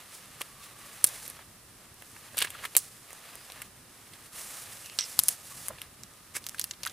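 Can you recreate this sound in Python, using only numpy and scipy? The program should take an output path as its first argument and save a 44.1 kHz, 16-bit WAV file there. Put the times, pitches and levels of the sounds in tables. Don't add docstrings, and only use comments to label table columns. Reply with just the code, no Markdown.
import sys
import numpy as np
from scipy import signal
from scipy.fft import rfft, irfft, next_fast_len
from scipy.io import wavfile

SR = 44100
rng = np.random.default_rng(int(sys.argv[2]) if len(sys.argv) > 2 else 0)


def output_pcm(signal):
    pcm = np.clip(np.atleast_2d(signal).T, -1, 1) * 32767
    wavfile.write(sys.argv[1], SR, np.round(pcm).astype(np.int16))


N = 305337


def from_db(db):
    return 10 ** (np.asarray(db) / 20)


def rms_one(x):
    return x / np.sqrt(np.mean(x ** 2) + 1e-20)


def at_hz(points, hz):
    point_hz, values = np.array(points).T
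    return np.interp(np.log(hz), np.log(point_hz), values)


def drift(corner_hz):
    step, warm_up = 40, 2000
    r = np.exp(-2 * np.pi * corner_hz * step / SR)
    noise = rng.standard_normal(N // step + 2 + warm_up)
    slow = signal.lfilter([1], [1, -2 * r, r * r], noise)[warm_up:]
    return np.interp(np.arange(N) / step, np.arange(len(slow)), rms_one(slow))


def resonance(x, hz, wide_hz):
    r = np.exp(-np.pi * wide_hz / SR)
    poles = [1, -2 * r * np.cos(2 * np.pi * hz / SR), r * r]
    return signal.lfilter([(1 - r * r) / 2, 0, (r * r - 1) / 2], poles, x)


def add_bands(x, rows):
    return x + sum((from_db(db) - 1) * resonance(x, hz, wide_hz) for hz, wide_hz, db in rows)


# pitch in Hz, left above right in dB.
LEFT_RIGHT_BALANCE = [(60, -0.5), (180, -0.5), (550, -1), (1650, -0.5), (4970, -1.5), (15000, -1.5)]


def coloured(mid, side, spectrum, likeness):
    size = next_fast_len(N)
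    hz = np.maximum(np.fft.rfftfreq(size, 1 / SR), 1)
    alike = np.clip(at_hz(likeness, hz), 0, 1)
    m = rfft(mid, size) * np.sqrt(1 + alike)
    s = rfft(side, size) * np.sqrt(1 - alike)
    balance_db = np.outer([.5, -.5], at_hz(LEFT_RIGHT_BALANCE, hz))
    shape = from_db(balance_db + at_hz(spectrum, hz))
    return rms_one(irfft(np.array([m + s, m - s]) * shape, size)[:, :N])


def grains(per_s, spread_db, flicker_db):
    sizes = from_db(spread_db * np.minimum(rng.exponential(1, N), 5) + flicker_db * drift(32.0))
    return rms_one(sizes * rng.standard_normal(N) * (rng.random(N) < per_s / SR))


# start in seconds, thud level in dB, ring pitch in Hz, ring level in dB,
# treble level in dB, fall time of the crack in ms, scatter level in dB, left above right in dB.
STEAM_POPS = [(.409, -41.5, 2050, -41, -43, 2.7, -12, -2), (.4156, -63, 2870, -32, -30, 1.5, -8, -1.5),
              (1.0421, -33.5, 4760, -20, -6, 0.81, -6, -2), (1.0647, -69, 4040, -53, -30, .35, 0, -2),
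              (1.0717, -65, 4720, -39, -26.5, 0.79, -3, -2), (1.0888, -59, 4670, -48, -34, 0.64, -6, 2),
              (1.279, -66, 5480, -52, -33.5, 0.3, -9, -4), (1.3004, -70, 3410, -63, -34.5, .41, -13, -2),
              (1.39, -56, 1880, -55, -67, 3, -8, -.5), (2.022, -52, 1830, -48, -45, 1.5, -15, -2),
              (2.163, -59, 1700, -50.5, -54, 2.4, -7, -.5), (2.3448, -47.5, 1630, -50, -61, 1.4, -2, -2),
              (2.3705, -44, 3790, -38, -29, 1.65, -6, -1), (2.3802, -58, 2750, -30, -24, 1.5, -5, 0),
              (2.3884, -55, 2770, -30.5, -19, 0.31, -11, -1), (2.4043, -48, 2680, -35, -29, 0.61, -1, -1),
              (2.417, -41.5, 2740, -25.5, -37, 1.21, -6, -1),
              (2.421, -40.5, 2800, -25.5, -22.5, 2.46, 2, -2), (2.4472, -43, 1870, -36.5, -36, 1.2, -3, -2),
              (2.471, -54, 2230, -54, -49, 1.6, -4, -1), (2.5033, -68, 2680, -43, -34.5, 1.9, -6, -1),
              (2.548, -55, 1400, -49, -60, 1.4, -2, 2), (2.6517, -48, 2260, -34, -34, 1.06, 1.5, -1.5),
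              (2.7518, -40, 2680, -30, -30, 0.83, -10, 0), (2.7665, -39, 3750, -20, -6, 0.61, -11, -5.5),
              (2.773, -54, 3540, -41, -21.5, 1.2, -3, 2), (2.7757, -51, 5850, -44, -28, 0.42, -2, -1),
              (2.7807, -71, 5320, -48, -25, .96, -13, -2), (2.7888, -75, 5070, -48, -28, .47, -5, -7),
              (3.106, -56, 1970, -48.5, -47, 0.55, -13, -2), (3.1302, -51, 3100, -57, -39, 0.76, -9, -1),
              (3.355, -54, 3280, -54, -37.5, .35, -13, -1), (3.5002, -49, 3320, -44, -56, 0.93, -5, 0),
              (3.52, -70, 3820, -41.5, -41, 1.5, -11, 0), (3.6184, -53, 2210, -40.5, -33.5, 1.1, -4, -1),
              (4.1346, -70, 2860, -49.5, -48, 1.8, 0, -1.5), (4.7715, -62, 4100, -47, -51, .8, -10, -3.5),
              (4.8597, -64, 4540, -40, -49, .8, -8, -1), (4.8982, -64, 3180, -41.5, -59, 0.77, -21, -2.5),
              (4.9879, -44, 4260, -20.5, -53, 1.54, -24, -7), (5.1912, -32.5, 5300, -11, -6, .28, -12, 5),
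              (5.1973, -60, 3930, -29, -27, 0.79, -26, -7), (5.2363, -64, 5100, -32, -21, 0.37, -15, -0.5),
              (5.284, -53, 5700, -29, -12.5, 0.3, -9, 0), (5.2874, -52, 5440, -25.5, -17, 1.34, -22, -1),
              (5.684, -51, 2300, -42.5, -23, 0.14, -7.5, -2), (5.784, -56, 2850, -46, -60, 1.7, -14, -1),
              (5.817, -69, 3180, -36, -33, 1.1, -9, -0.5), (6.035, -72, 4830, -37.5, -52, 0.5, -11, -1),
              (6.351, -52, 2250, -43, -39, 2.1, -14, 0), (6.3653, -48.5, 2080, -41, -32, 3.17, -16, -1),
              (6.4408, -69, 4330, -43, -48, 1.2, -11, 0), (6.4664, -58, 5870, -29.5, -52, 0.18, -13, -1.5),
              (6.4883, -67, 5990, -35, -52, 0.55, -11, 3), (6.4942, -59, 4680, -35, -34, .38, -25, -3),
              (6.5454, -65, 1700, -43, -46, 1.2, -5, 1), (6.583, -68, 2930, -42.5, -43, 1.3, 0, 0),
              (6.5943, -60, 3930, -31.5, -27.5, 2.5, -19, 0),
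              (6.5961, -53.5, 3770, -41, -23.5, 0.28, -14, -3),
              (6.6141, -61, 5010, -28.5, -38, 0.34, -3, 0), (6.6413, -63, 4100, -28, -24, 0.73, -8.5, -1.5),
              (6.7098, -63, 4020, -30, -64, 1.7, -8.5, -1), (6.735, -61, 3150, -47.5, -64, 1.9, -1, -2),
              (6.833, -50, 4000, -30.5, -36, 1.6, -5, 1), (6.8512, -60, 3870, -33, -41, .68, -13, -2),
              (6.8592, -51, 2960, -42, -33, 1.9, -6, -3), (6.8644, -66, 1630, -35, -32, 1.35, -9, 1),
              (6.873, -67, 4080, -31.5, -38, 0.99, -1, -1), (6.8964, -66, 4210, -43, -55, 1.3, -6, -1)]
TREBLE_HZ, TREBLE_HZ_PER_MS = 10630, -600


def pops(onset_s=.0005, onset_db=-30, scatter_t60=0.025, side_db=-11, ring_q=1.25, treble_q=1.9, thud_hz=1200):
    size, lead = SR // 10, round(onset_s * SR)
    first = slice(0, lead + SR // 400)
    t = (np.arange(size) - lead) / SR
    out = np.zeros((2, N + size))
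    noise = rng.standard_normal((len(STEAM_POPS), 3, size))
    for row, (mid, side, rattle) in zip(STEAM_POPS, noise):
        s, thud_db, hz, ring_db, treble_db, crack_ms, scatter_db, pan_db = row
        treble_hz = TREBLE_HZ + TREBLE_HZ_PER_MS * crack_ms

        fall = np.exp(-1000 * t / max(crack_ms, .05))
        opening = np.clip(t / (crack_ms ** 2 / 4000) + 0.069, .1, 1)
        crack = np.where(t < 0, from_db(onset_db), fall * opening)
        crack = crack / np.sqrt(np.mean((mid * crack)[first] ** 2))

        scatter = from_db(scatter_db - 60 * np.abs(t - .004) / scatter_t60) * np.clip(t / 0.0012, 0, 1)
        width = side * (from_db(side_db) * crack + 0.17 * scatter)
        burst = mid * crack + rattle * scatter + np.outer([1, -1], width)

        push = burst + np.abs(mid) * crack * (t >= 0)
        deepest_hz = np.interp(thud_db, [-38, -33], [380, 110])
        thud = signal.sosfilt(signal.butter(2, [deepest_hz, thud_hz], "band", fs=SR, output="sos"), push)
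        wide_hz = hz / ring_q * hz / 3000
        ring = resonance(resonance(burst, hz, wide_hz), hz, 2 * wide_hz)
        treble = resonance(resonance(burst, treble_hz, treble_hz / treble_q), treble_hz, treble_hz)

        sound = np.zeros((2, size))
        for part, db in [(thud, thud_db), (ring, ring_db), (treble, treble_db)]:
            sound += from_db(db) * part / np.sqrt(np.mean(part[:, first] ** 2))
        at = round(s * SR) - lead
        out[:, at:at + size] += from_db([[pan_db / 2], [-pan_db / 2]]) * sound
    return out[:, :N]


# loudest moment in seconds, rise in ms, fall in ms, rush level in dB,
# rush pitch in Hz, hiss level in dB.
STEAM_SPURTS = [(.15, 58, 82, -59, 2520, -43.5), (0.411, 20, 25, -50, 1300, -37.5),
                (.64, 63, 58, -56, 2500, -45.5), (1.078, 16, 30, -58, 3000, -40),
                (2.379, 16, 85, -34.5, 2700, -37), (2.423, 25, 16, -38, 2600, -39),
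                (2.447, 20, 23, -39, 1900, -33), (2.472, 5.4, 17, -39.5, 2200, -52),
                (2.59, 16, 28, -48, 2100, -58), (2.643, 17, 18, -39, 1280, -40.5),
                (2.772, 5.6, 105, -58, 3000, -34), (4.99, 4.1, 84, -34.5, 3000, -60),
                (5.705, 8, 50, -45, 500, -65), (6.364, 21.4, 27.4, -39, 1770, -28),
                (6.598, 25, 50, -47, 3500, -41), (6.866, 19, 26, -43, 1570, -45)]
# pitch in Hz, relative level in dB per Hz.
HISS_COLOUR = [(3000, -19.5), (5000, -5), (7000, -4), (9500, -0.5), (11500, -3), (13500, -12.5),
               (15500, -7)]


def spurts(swell_db=22, rush_q=1.0, alike=0.94):
    mid, side = (grains(per_s=20000, spread_db=2.5, flicker_db=0.5) for _ in range(2))
    likeness = [(100, alike), (10000, alike)]
    flat = coloured(mid, side, [(100, 0), (10000, 0)], likeness)
    hiss = coloured(mid, side, HISS_COLOUR, likeness)
    out = np.zeros((2, N))
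    for s, rise_ms, fall_ms, rush_db, hz, hiss_db in STEAM_SPURTS:
        start, end = s - rise_ms / 1000, s + fall_ms / 1000
        a, b = round(start * SR), min(round(end * SR), N)
        swell = from_db(np.interp(np.arange(a, b) / SR, [start, s, end], [-swell_db, 0, -swell_db]))
        rush = rms_one(resonance(resonance(flat[:, a:b], hz, hz / rush_q), hz, 2 * hz / rush_q))
        out[:, a:b] += swell * (from_db(rush_db) * rush + from_db(hiss_db) * hiss[:, a:b])
    return out


# pitch in Hz, width in Hz, lift in dB.
LOG_RINGS = [(577, 62, 3.5), (1025, 115, 6.5), (1220, 210, 9), (1653, 146, 6.5), (2050, 78, 4.5),
             (2750, 73, 3.5), (3150, 82, 0)]


def wood(x, air_hz=12500):
    return signal.lfilter(*signal.butter(1, air_hz, fs=SR), add_bands(x, LOG_RINGS))


# time in seconds, pitch in Hz, level in dB.
WHISTLE_PATH = [(4.99, 5710, -28), (5.004, 5770, -36.5), (5.056, 5350, -41), (5.075, 5570, -71)]


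def whistle(wide_hz=650, sputter_db=4.5, overtone=1.43, overtone_db=-9, pan_db=-5):
    path_s, path_hz, path_db = np.transpose(WHISTLE_PATH)
    t = np.arange(N) / SR
    phase = 2 * np.pi * np.cumsum(np.interp(t, path_s, path_hz)) / SR
    level_db = np.interp(t, path_s, path_db, -120, -120)
    band = signal.lfilter(*signal.butter(2, wide_hz / 2, fs=SR), rng.standard_normal((4, N)))
    tone = band[0] * np.cos(phase) + band[1] * np.sin(phase)
    upper = band[2] * np.cos(overtone * phase) + band[3] * np.sin(overtone * phase)
    tone += from_db(overtone_db) * upper
    return rms_one(tone) * from_db(level_db + sputter_db * drift(120) + np.array([[pan_db / 2], [-pan_db / 2]]))


def ticks(per_s=25, softest_db=-44, spread_db=7.5):
    sizes = from_db(softest_db + spread_db * np.minimum(rng.exponential(1, N), 3))
    clicks = (rng.random(N) < per_s / SR) * sizes
    pitches, dealt = np.geomspace(1200, 11000, 8), rng.integers(0, 8, N)
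    return sum(resonance(clicks * (dealt == k) + 1e-18, hz, hz / 3) for k, hz in enumerate(pitches))


# start in seconds, end in seconds,
# rush level in dB at first and at last, hiss level in dB at first and at last.
SIZZLE_SURGES = [(0, 0.735, -55.5, -59.5, -57.5, -59), (0.787, 1.06, -53.5, -53, -55.5, -51),
                 (1.1, 1.283, -50, -54.5, -46.5, -47.5), (1.303, 1.409, -56, -55, -57, -62),
                 (2.01, 2.513, -64.5, -55.5, -57, -55), (2.554, 2.653, -50.5, -49, -60, -50),
                 (2.71, 2.857, -60, -59, -56, -53), (2.885, 3.06, -65, -68, -55, -58),
                 (3.098, 3.647, -57, -53, -56, -58.5), (3.922, 4.265, -65, -57.5, -62, -57.5),
                 (4.349, 4.613, -51.5, -52, -44.5, -46), (4.665, 4.954, -52, -58, -49, -52),
                 (4.98, 5.187, -60, -53.5, -48.5, -43), (5.242, 5.329, -60, -52.5, -39.5, -42.5),
                 (5.38, 5.497, -59.5, -57.5, -51.5, -48.5), (5.52, 5.667, -52.5, -55, -48.5, -46),
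                 (5.7, 5.85, -56, -57, -65, -63), (6.426, 6.7, -61, -61, -58, -54),
                 (6.83, 6.92, -59, -56, -62, -59)]
FADE_IN_S, FADE_OUT_S = .04, 0.05
WAVER_DB = 1.27
QUIET_RUSH_DB, QUIET_HISS_DB = -62.5, -65


def sizzle_levels():
    t = np.arange(N) / SR
    power = np.outer(from_db([QUIET_RUSH_DB, QUIET_HISS_DB]) ** 2, np.ones(N))
    for start, end, rush_first, rush_last, hiss_first, hiss_last in SIZZLE_SURGES:
        gate = np.interp(t, [start - FADE_IN_S, start, end, end + FADE_OUT_S], [0, 1, 1, 0])
        rush_db = np.interp(t, [start, end], [rush_first, rush_last])
        hiss_db = np.interp(t, [start, end], [hiss_first, hiss_last])
        power = power + (gate * from_db([rush_db, hiss_db])) ** 2
    return 10 * np.log10(power) + WAVER_DB * np.array([drift(6.7), drift(9.4)])


# pitch in Hz, relative level in dB per Hz.
RUSH_COLOUR = [(250, -26), (500, 1.5), (1150, 1), (1450, -0.5), (1900, 2.5), (2800, 0), (4000, -2),
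               (6000, -13.5)]
# pitch in Hz, width in Hz,
# lift in dB (negative is weaker).
SIZZLE_BANDS = [(1225, 125, 5.5), (1700, 290, 3), (2750, 390, 2), (5100, 550, -10)]


def sizzle(per_s=15000, spread_db=0.5, flicker_db=1.17, alike=0.95):
    rush_db, hiss_db = sizzle_levels()
    mid, side = grains(per_s, spread_db, flicker_db), grains(per_s, spread_db, flicker_db)
    likeness = [(100, alike), (10000, alike)]
    rush = add_bands(coloured(mid, side, RUSH_COLOUR, likeness), SIZZLE_BANDS)
    hiss = coloured(mid, side, HISS_COLOUR, likeness)
    return from_db(rush_db) * rms_one(rush) + from_db(hiss_db) * hiss


# start in seconds, end in seconds, pitch in Hz,
# width of each filter in Hz, level in dB.
CRACK_BANDS = [(.42, .98, 1150, 90, -61), (3.22, 3.5, 5000, 600, -63), (4.81, 4.963, 2750, 450, -54.5),
               (5.503, 5.553, 1110, 120, -57.5), (6.06, 6.268, 1220, 120, -69)]


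def bands():
    out, noise = np.zeros(N), rng.standard_normal(N)
    for start, end, hz, wide_hz, db in CRACK_BANDS:
        a, b = round(start * SR), round(end * SR)
        band = rms_one(resonance(resonance(noise[a:b], hz, wide_hz), hz, wide_hz))
        out[a:b] += from_db(db) * band * signal.windows.tukey(b - a, .5)
    return out


# pitch in Hz, relative level in dB per Hz.
FLAME_COLOUR = [(13, -34), (22, -4.5), (119, 6), (400, -6.5), (520, -40), (880, -120)]
# pitch in Hz, likeness from 0 to 1.
AIR_LIKENESS = [(60, 0.98), (180, 0.97), (550, 0.62), (1650, 0.69), (5000, 0.085), (15000, 0.11)]
FLAMES_DB, FLARE_S, FLARE_DB = -62, (4.6, 5.4), 2


def flames():
    flare_db = np.interp(np.arange(N) / SR, FLARE_S, [0, FLARE_DB])
    level_db = FLAMES_DB + flare_db + 2.0 * drift(4.9)
    return from_db(level_db) * coloured(*rng.standard_normal((2, N)), FLAME_COLOUR, AIR_LIKENESS)


# pitch in Hz, relative level in dB per Hz.
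NIGHT_COLOUR = [(150, -17), (250, -6), (466, -7.5), (810, -10.5), (1250, -8), (2330, -15), (4650, -13.5),
                (4980, -11), (6800, -14.5), (9450, -9), (15600, -19.5)]
NIGHT_DB = -55.5


def night():
    return from_db(NIGHT_DB) * coloured(*rng.standard_normal((2, N)), NIGHT_COLOUR, AIR_LIKENESS)


def low_pass(x, order, drop_db, stop_hz):
    return signal.sosfilt(signal.cheby2(order, drop_db, stop_hz, fs=SR, output="sos"), x)


def scene():
    steady = night() + flames() + sizzle() + bands()
    steady = low_pass(steady, order=14, drop_db=55, stop_hz=15950)
    return steady + wood(pops() + spurts()) + ticks() + whistle()


def record(dry):
    cut = low_pass(np.clip(dry, -1, 1), order=12, drop_db=70, stop_hz=16900)
    return np.clip(cut, -1, 1)


dry = scene()
out = record(dry)
output_pcm(out)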